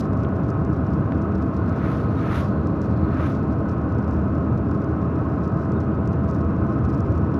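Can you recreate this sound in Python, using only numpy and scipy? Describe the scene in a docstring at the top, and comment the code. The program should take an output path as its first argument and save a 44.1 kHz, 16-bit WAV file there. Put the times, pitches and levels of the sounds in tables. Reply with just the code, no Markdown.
"""Inside a car on coarse tarmac, very slowly gaining speed; a phone microphone behind the windscreen.
All around, the tyres shake the body and ring the panels, over a steady rush of air.
The four-cylinder engine hums beneath; close by, loose dashboard trim ticks, knocks and rasps.
Three oncoming vehicles swish past the window, dull as they approach and bright when alongside."""
import sys
import numpy as np
from scipy import signal
from scipy.fft import rfft, irfft, next_fast_len
from scipy.io import wavfile
from scipy.ndimage import uniform_filter1d

SR = 44100
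rng = np.random.default_rng(int(sys.argv[2]) if len(sys.argv) > 2 else 0)


def persist_wave(psi):
    """Save psi, clipped to +-1, as 16-bit WAV."""
    counts = np.round(np.clip(psi, -1, 1) * 32767).astype(np.int16)
    wavfile.write(sys.argv[1], SR, np.atleast_2d(counts).T)


N = 325899
TIME = np.arange(N) / SR


def undb(db):
    """Decibels to gain."""
    return 10 ** (np.asarray(db) / 20)


def unit(x):
    """Scale to rms 1."""
    return x / np.sqrt(np.mean(x ** 2))


def walk(rate):
    """Smooth random drift of rms 1, changing about rate times a second."""
    size = int(SR / rate)
    held = rng.standard_normal(4096)[np.arange(N) // size]
    return unit(uniform_filter1d(uniform_filter1d(held, size), size))


def swell(s, half_s):
    """A bell-shaped rise and fall of height 1 around one moment."""
    return np.exp(-.5 * ((TIME - s) / half_s) ** 2)


def colour(x, spectrum):
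    """Shape x by (f/Hz, level/dB) points and scale to rms 1."""
    hz, db = np.transpose(spectrum)
    size = next_fast_len(N)
    bins = np.maximum(np.fft.rfftfreq(size, 1 / SR), 1)
    gain = undb(np.interp(np.log(bins), np.log(hz), db))
    return unit(irfft(rfft(x, size) * gain, size)[:N])


def noise(spectrum):
    """Coloured noise of rms 1."""
    return colour(rng.standard_normal(N), spectrum)


def resonate(x, hz, width):
    """One resonance, gain 1 at its centre."""
    return signal.lfilter(*signal.iirpeak(hz, hz / width, fs=SR), x)


def band(x, hz, width):
    """A resonance applied twice for steep sides, scaled to rms 1."""
    return unit(resonate(resonate(x, hz, width), hz, width))


def ring(modes, contact_hz=11000):
    """One blow on (f/Hz, t60/s, level/dB) modes, peak 1; the finite contact time softens the top."""
    t = TIME[:SR // 20]
    y = sum(undb(db) * np.exp(-np.log(1000) * t / t60) * np.sin(2 * np.pi * hz * t)
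            for hz, t60, db in modes)
    y = signal.sosfilt(signal.butter(2, contact_hz, fs=SR, output="sos"), y)
    return y / np.abs(y).max()


def blows(rows):
    """An impulse for each (t/s, level/dB) row."""
    x = np.zeros(N)
    for s, db in rows:
        x[int(s * SR)] += undb(db)
    return x


def sparks(per_s, scatter_db):
    """Impulses at random moments with scattered sizes."""
    return (rng.random(N) < per_s / SR) * undb(scatter_db * np.clip(rng.standard_normal(N), -2, 2))


def crackle(start_db=-87, db_per_s=-2.4):
    """Far in the background, loose bits in the cabin snap brightly, less as the road gets smoother."""
    snaps = band(sparks(per_s=30, scatter_db=5), hz=11200, width=8000)
    return snaps * undb(start_db + db_per_s * TIME)


# Seal chirps, barely reaching the microphone: t/s, peak level/dB, f/Hz
SEAL_CHIRPS = [(2.182, -55, 3800), (5.77, -60, 3690), (5.973, -70, 3690)]

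def squeaks(half_s=0.0082, waver=0.004):
    """A seal chirps as the body flexes: a nearly pure tone that swells and fades."""
    wavering_time = np.cumsum(1 + waver * walk(50)) / SR
    return sum(undb(db) * swell(s, half_s) * np.sin(2 * np.pi * hz * wavering_time)
               for s, db, hz in SEAL_CHIRPS)


# Modes of the plastic trim: f/Hz, t60/s, relative level/dB
TRIM_MODES = [(4130, 0.0042, 2), (5230, 0.0021, 12), (5700, 0.0031, -1.5), (6700, 0.0016, -12),
              (10400, 0.0017, -1)]
# Its louder rasps, close to the microphone: t/s, level/dB, half duration/s
TRIM_RASPS = [(0.005, -47, 0.0075), (0.048, -57, 0.011), (0.133, -58, .004), (0.174, -58, .004),
              (0.234, -61, .005), (0.45, -63, 0.0044), (0.49, -60, 0.01), (0.743, -61, 0.018),
              (0.868, -62, 0.0047), (0.938, -62, 0.0064), (1.01, -63, .003), (1.058, -61, .004),
              (1.18, -63, .006), (1.218, -59, 0.0056), (1.355, -61, .004), (1.428, -59, .005),
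              (1.571, -57, .004), (1.773, -62, .016), (2.205, -63, 0.024), (2.855, -59.5, .015),
              (2.915, -63, .004), (3.525, -63, .01), (3.693, -59, 0.0055), (3.72, -64, .012),
              (3.837, -64, .004), (3.99, -60, 0.0057), (4.081, -62, .009), (4.14, -62, 0.016),
              (4.58, -62, .005), (4.715, -62, .004), (4.75, -66, 0.012), (4.822, -62, .004),
              (5.159, -61, 0.0037), (5.44, -61, 0.016), (5.607, -64, 0.021), (5.808, -59, 0.0047),
              (6.056, -60, .004), (6.13, -61, 0.0065), (6.287, -55, .004), (6.348, -61, 0.0068),
              (6.41, -63, 0.0062), (6.698, -61.5, 0.0036), (6.853, -59, 0.0045), (6.902, -59, 0.0048),
              (6.939, -58.5, 0.0089), (6.982, -61, .004), (7.064, -65.5, .006), (7.123, -65, .009),
              (7.154, -60, .004), (7.18, -65, .005), (7.343, -60, .003)]

def trim_rasp(tremble_db=-71.5, tremble_db_per_s=-0.2, jolt_s=0.0039, grit_db=-17):
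    """Plastic parts rub in tiny slips that ring the trim; its tremble eases as the road gets smoother."""
    slips = unit(sparks(per_s=1000, scatter_db=4.5) * rng.choice([-1, 1], N))
    ringing = unit(signal.fftconvolve(slips, ring(TRIM_MODES))[:N])
    grit = undb(grit_db) * band(slips, hz=11700, width=6500)
    jolt_energy = sparks(per_s=58, scatter_db=-1) ** 2
    jolts = signal.fftconvolve(jolt_energy, np.hanning(int(2 * jolt_s * SR)), "same")
    tremble = unit(np.sqrt(np.abs(jolts))) * undb(tremble_db + tremble_db_per_s * TIME)
    rasp_energy = sum((undb(db) * swell(s, half_s)) ** 2 for s, db, half_s in TRIM_RASPS)
    return (ringing + grit) * np.sqrt(tremble ** 2 + rasp_energy)


# Sharp ticks of the nearby trim: t/s, blow level/dB, snap level relative to the blow/dB
TRIM_TICKS = [(0.0475, -59, 3), (0.2375, -57, 9), (0.5038, -41.5, -14), (0.6502, -44.5, -8),
              (0.9345, -52, 2), (1.222, -49, -9), (1.695, -46, 1), (2.6719, -44, -9), (2.818, -40, -12),
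              (3.5154, -57, -4), (3.692, -55, -11), (3.7155, -50, 1), (3.987, -50, -6), (4.0791, -53, -3),
              (4.111, -48, -1), (4.5765, -50, -2), (5.1575, -54, -5), (5.4784, -47, 1), (5.6356, -52, -13),
              (5.7208, -45, -12), (5.804, -47, 0), (6.076, -41, -11), (6.2884, -48, -2), (6.3006, -45, -14),
              (6.312, -43, -9), (6.3465, -49, -2), (6.3497, -51, 8), (6.565, -53, 6), (6.8394, -52, -6),
              (6.8505, -53, 3), (6.891, -49, -10), (6.948, -47, -8), (7.0057, -41.5, -20),
              (7.179, -47, -14)]

def trim_ticks(ring_gain_db=4, ring_hz=5450, width_hz=2800, snap_gain_db=-1.5, snap_hz=9000):
    """Hard jolts knock the trim together: a short thin ring, and a toneless snap where bare edges meet."""
    hits = [(s, db) for s, db, _ in TRIM_TICKS]
    rings = band(blows(hits), ring_hz, width_hz)
    rings *= undb(max(db for _, db in hits) + ring_gain_db) / np.abs(rings).max()
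    snaps = blows([(s, db + snap_db + snap_gain_db) for s, db, snap_db in TRIM_TICKS])
    return rings + signal.sosfilt(signal.butter(2, snap_hz, "high", fs=SR, output="sos"), snaps)


# Knocks in the dashboard, close to the microphone: t/s, peak level/dB, ring f/Hz
DASHBOARD_KNOCKS = [(.249, -31.5, 3180), (1.122, -17.5, 1440)]

def knocks(t60=0.0046, body_ratio=0.73, body_db=1):
    """A loose part taps the dashboard: a short ring over a lower body mode."""
    out = 0
    for s, db, hz in DASHBOARD_KNOCKS:
        tap = ring([(hz, t60, 0), (hz * body_ratio, t60, body_db)], contact_hz=4200)
        out += signal.fftconvolve(blows([(s, db)]), tap)[:N]
    return out


# Air streaming round the cabin, heard from inside: f/Hz, relative level/dB
AIR_SPECTRUM = [(300, -11.5), (900, 6.5), (1400, -3), (1650, -2), (1950, -10.5), (2700, -26), (3300, -28),
                (4000, -26.5), (6200, -34.5), (7500, -41), (8300, -50.5), (12000, -57.5), (15500, -64.5)]

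def air(level_db=-44):
    """Steady airflow over the windscreen and door seals."""
    return noise(AIR_SPECTRUM) * undb(level_db)


# Oncoming vehicles, a lane away: alongside t/s, swish level/dB, swish half duration/s,
# hiss level relative to the swish/dB, hiss lag/s, hiss half duration/s
ONCOMING = [(1.891, -38, 0.1, -15.5, 0.041, .058), (2.363, -33.5, 0.088, -10, 0.0061, 0.045),
            (3.258, -35, 0.079, -16.5, 0.013, 0.048)]
# Their tyre noise through the window: f/Hz, relative level/dB
SWISH_SPECTRUM = [(500, -11), (1300, 13), (1750, 3), (2150, -1.5), (2400, -4), (2800, -9), (3200, -18),
                  (3500, -13.5), (3900, -20.5), (4500, -27.5), (6000, -26), (8000, -46.5)]
# The hiss that only gets in from alongside: f/Hz, relative level/dB
HISS_SPECTRUM = [(2000, 13), (3600, 14.5), (4600, 3.5), (6200, 2.5), (7800, -8), (10000, -1.5), (12300, -3),
                 (15500, -28)]

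def traffic(lead_s=0.032, beam=1.4, shadow=0.45, sing_db=-34, trailing_hiss_db=-28, flutter_db=1.6):
    """Tyres sing from far ahead, swish and hiss grittily alongside, then a brief high hiss trails behind."""
    swish, hiss, sing, trailing_hiss = 0, 0, 0, 0
    for s, db, half_s, hiss_db, lag_s, hiss_half_s in ONCOMING:
        falloff = 1 + shadow * (TIME > s)  # the sound dies faster once behind the car
        swish += undb(db) / (1 + ((TIME - s + lead_s) / half_s) ** 2) ** falloff
        hiss += undb(db + hiss_db) / (1 + ((TIME - s - lag_s) / hiss_half_s) ** 2) ** (falloff * beam / 2)
        sing += undb(db + sing_db) * swell(s - 0.11, half_s=0.31)
        trailing_hiss += undb(db + trailing_hiss_db) * swell(s + 0.069, half_s=0.045)
    tread = band(rng.standard_normal(N), hz=4200, width=800)
    high_band = band(rng.standard_normal(N), hz=5100, width=2400)
    grains = sparks(per_s=5000, scatter_db=4) * rng.choice([-1, 1], N)
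    grit = colour(grains, HISS_SPECTRUM)
    passes = swish * noise(SWISH_SPECTRUM) + hiss * grit + sing * tread + trailing_hiss * high_band
    return passes * undb(flutter_db * walk(220))


# Engine and drivetrain tones: multiples of the firing rate
ENGINE_ORDERS = [1, 4, 7, 8, 8.15, 8.5]
# The body resonance that carries each into the cabin: rms level at its centre/dB, f/Hz, width/Hz
BODY_RESONANCES = [(-30, 80.3, 4.2), (-36.5, 321, 12), (-47.5, 538, 11), (-47, 639, 14), (-43.5, 664, 16),
                   (-42.5, 660, 20)]

def engine(start_hz=76.8, climb_hz_per_s=0.73, waver_db=1.5, slip_rad=0.07):
    """Firing tone and drivetrain whines, each swelling as it climbs through a body resonance."""
    firing_hz = start_hz + climb_hz_per_s * TIME
    phase = 2 * np.pi * np.cumsum(firing_hz) / SR + slip_rad * walk(2.3)
    tones = 0
    for order, (db, centre_hz, width) in zip(ENGINE_ORDERS, BODY_RESONANCES):
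        depth_db = waver_db if order == 1 else 0  # the firing tone wavers as the mounts flex
        detuning = 2 * (order * firing_hz - centre_hz) / width
        gain = undb(db + depth_db * walk(3.156)) / np.hypot(1, detuning)
        tones += gain * np.sin(order * phase + rng.uniform(0, 2 * np.pi))
    return np.sqrt(2) * tones


# Road roar through the body shell, all round the microphone: f/Hz, relative level/dB
ROAR_SPECTRUM = [(20, -28.5), (34, -20), (47, -17), (58, -7), (72, -0.5), (100, 3.5), (150, 1.5),
                 (215, -1.5), (242, -5), (265, 0), (315, -6), (355, -9.5), (480, -12), (850, -35),
                 (2000, -77.5)]
# Rise and fall of the roar's bass: t/s, relative level/dB
BASS_CURVE = [(0, 0), (1.8, -1), (2.3, 2), (5.5, 0), (6.9, 3), (7.39, 1.5)]
# Tyre and panel resonances: f/Hz, width/Hz, rms level/dB
PANEL_MODES = [(203.5, 8.5, -33), (314.7, 22, -35.5), (403.6, 9.3, -41), (550.5, 11, -47.5), (607, 42, -43),
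               (668, 28, -44.5), (767, 55, -46), (955, 82, -48.5), (1072, 92, -41.5), (1275, 62.5, -42),
               (1468.5, 69, -48), (2080, 66, -67.5), (2506, 380, -62)]

def road(roar_db=-22, patchy_db=0.22, panel_waver_db=0.54, bass_hz=115):
    """Coarse tarmac drives a broad roar and rings the tyres and panels, unevenly from patch to patch."""
    roar = noise(ROAR_SPECTRUM) * undb(roar_db - patchy_db * walk(1.6))
    bass = signal.sosfiltfilt(signal.butter(3, bass_hz, fs=SR, output="sos"), roar)
    bass_gain = undb(np.interp(TIME, *np.transpose(BASS_CURVE)))
    panels = 0
    for hz, width, db in PANEL_MODES:
        drive = resonate(rng.standard_normal(N), hz, 4 * width)  # padding damps all but the resonance
        panels += unit(resonate(drive, hz, width)) * undb(db + panel_waver_db * walk(5.3))
    return roar + bass * (bass_gain - 1) + panels


def scene():
    """The cabin in mono, from one microphone behind the windscreen."""
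    driving = engine() + road() + air() + traffic()
    rattles = trim_rasp() + trim_ticks() + crackle() + knocks() + squeaks()
    return (driving + rattles)[None]


def record(dry, top_hz=15400):
    """The phone cuts the top of the treble steeply."""
    return signal.sosfilt(signal.ellip(8, .2, 70, top_hz, fs=SR, output="sos"), dry)


dry = scene()
out = record(dry)
persist_wave(out)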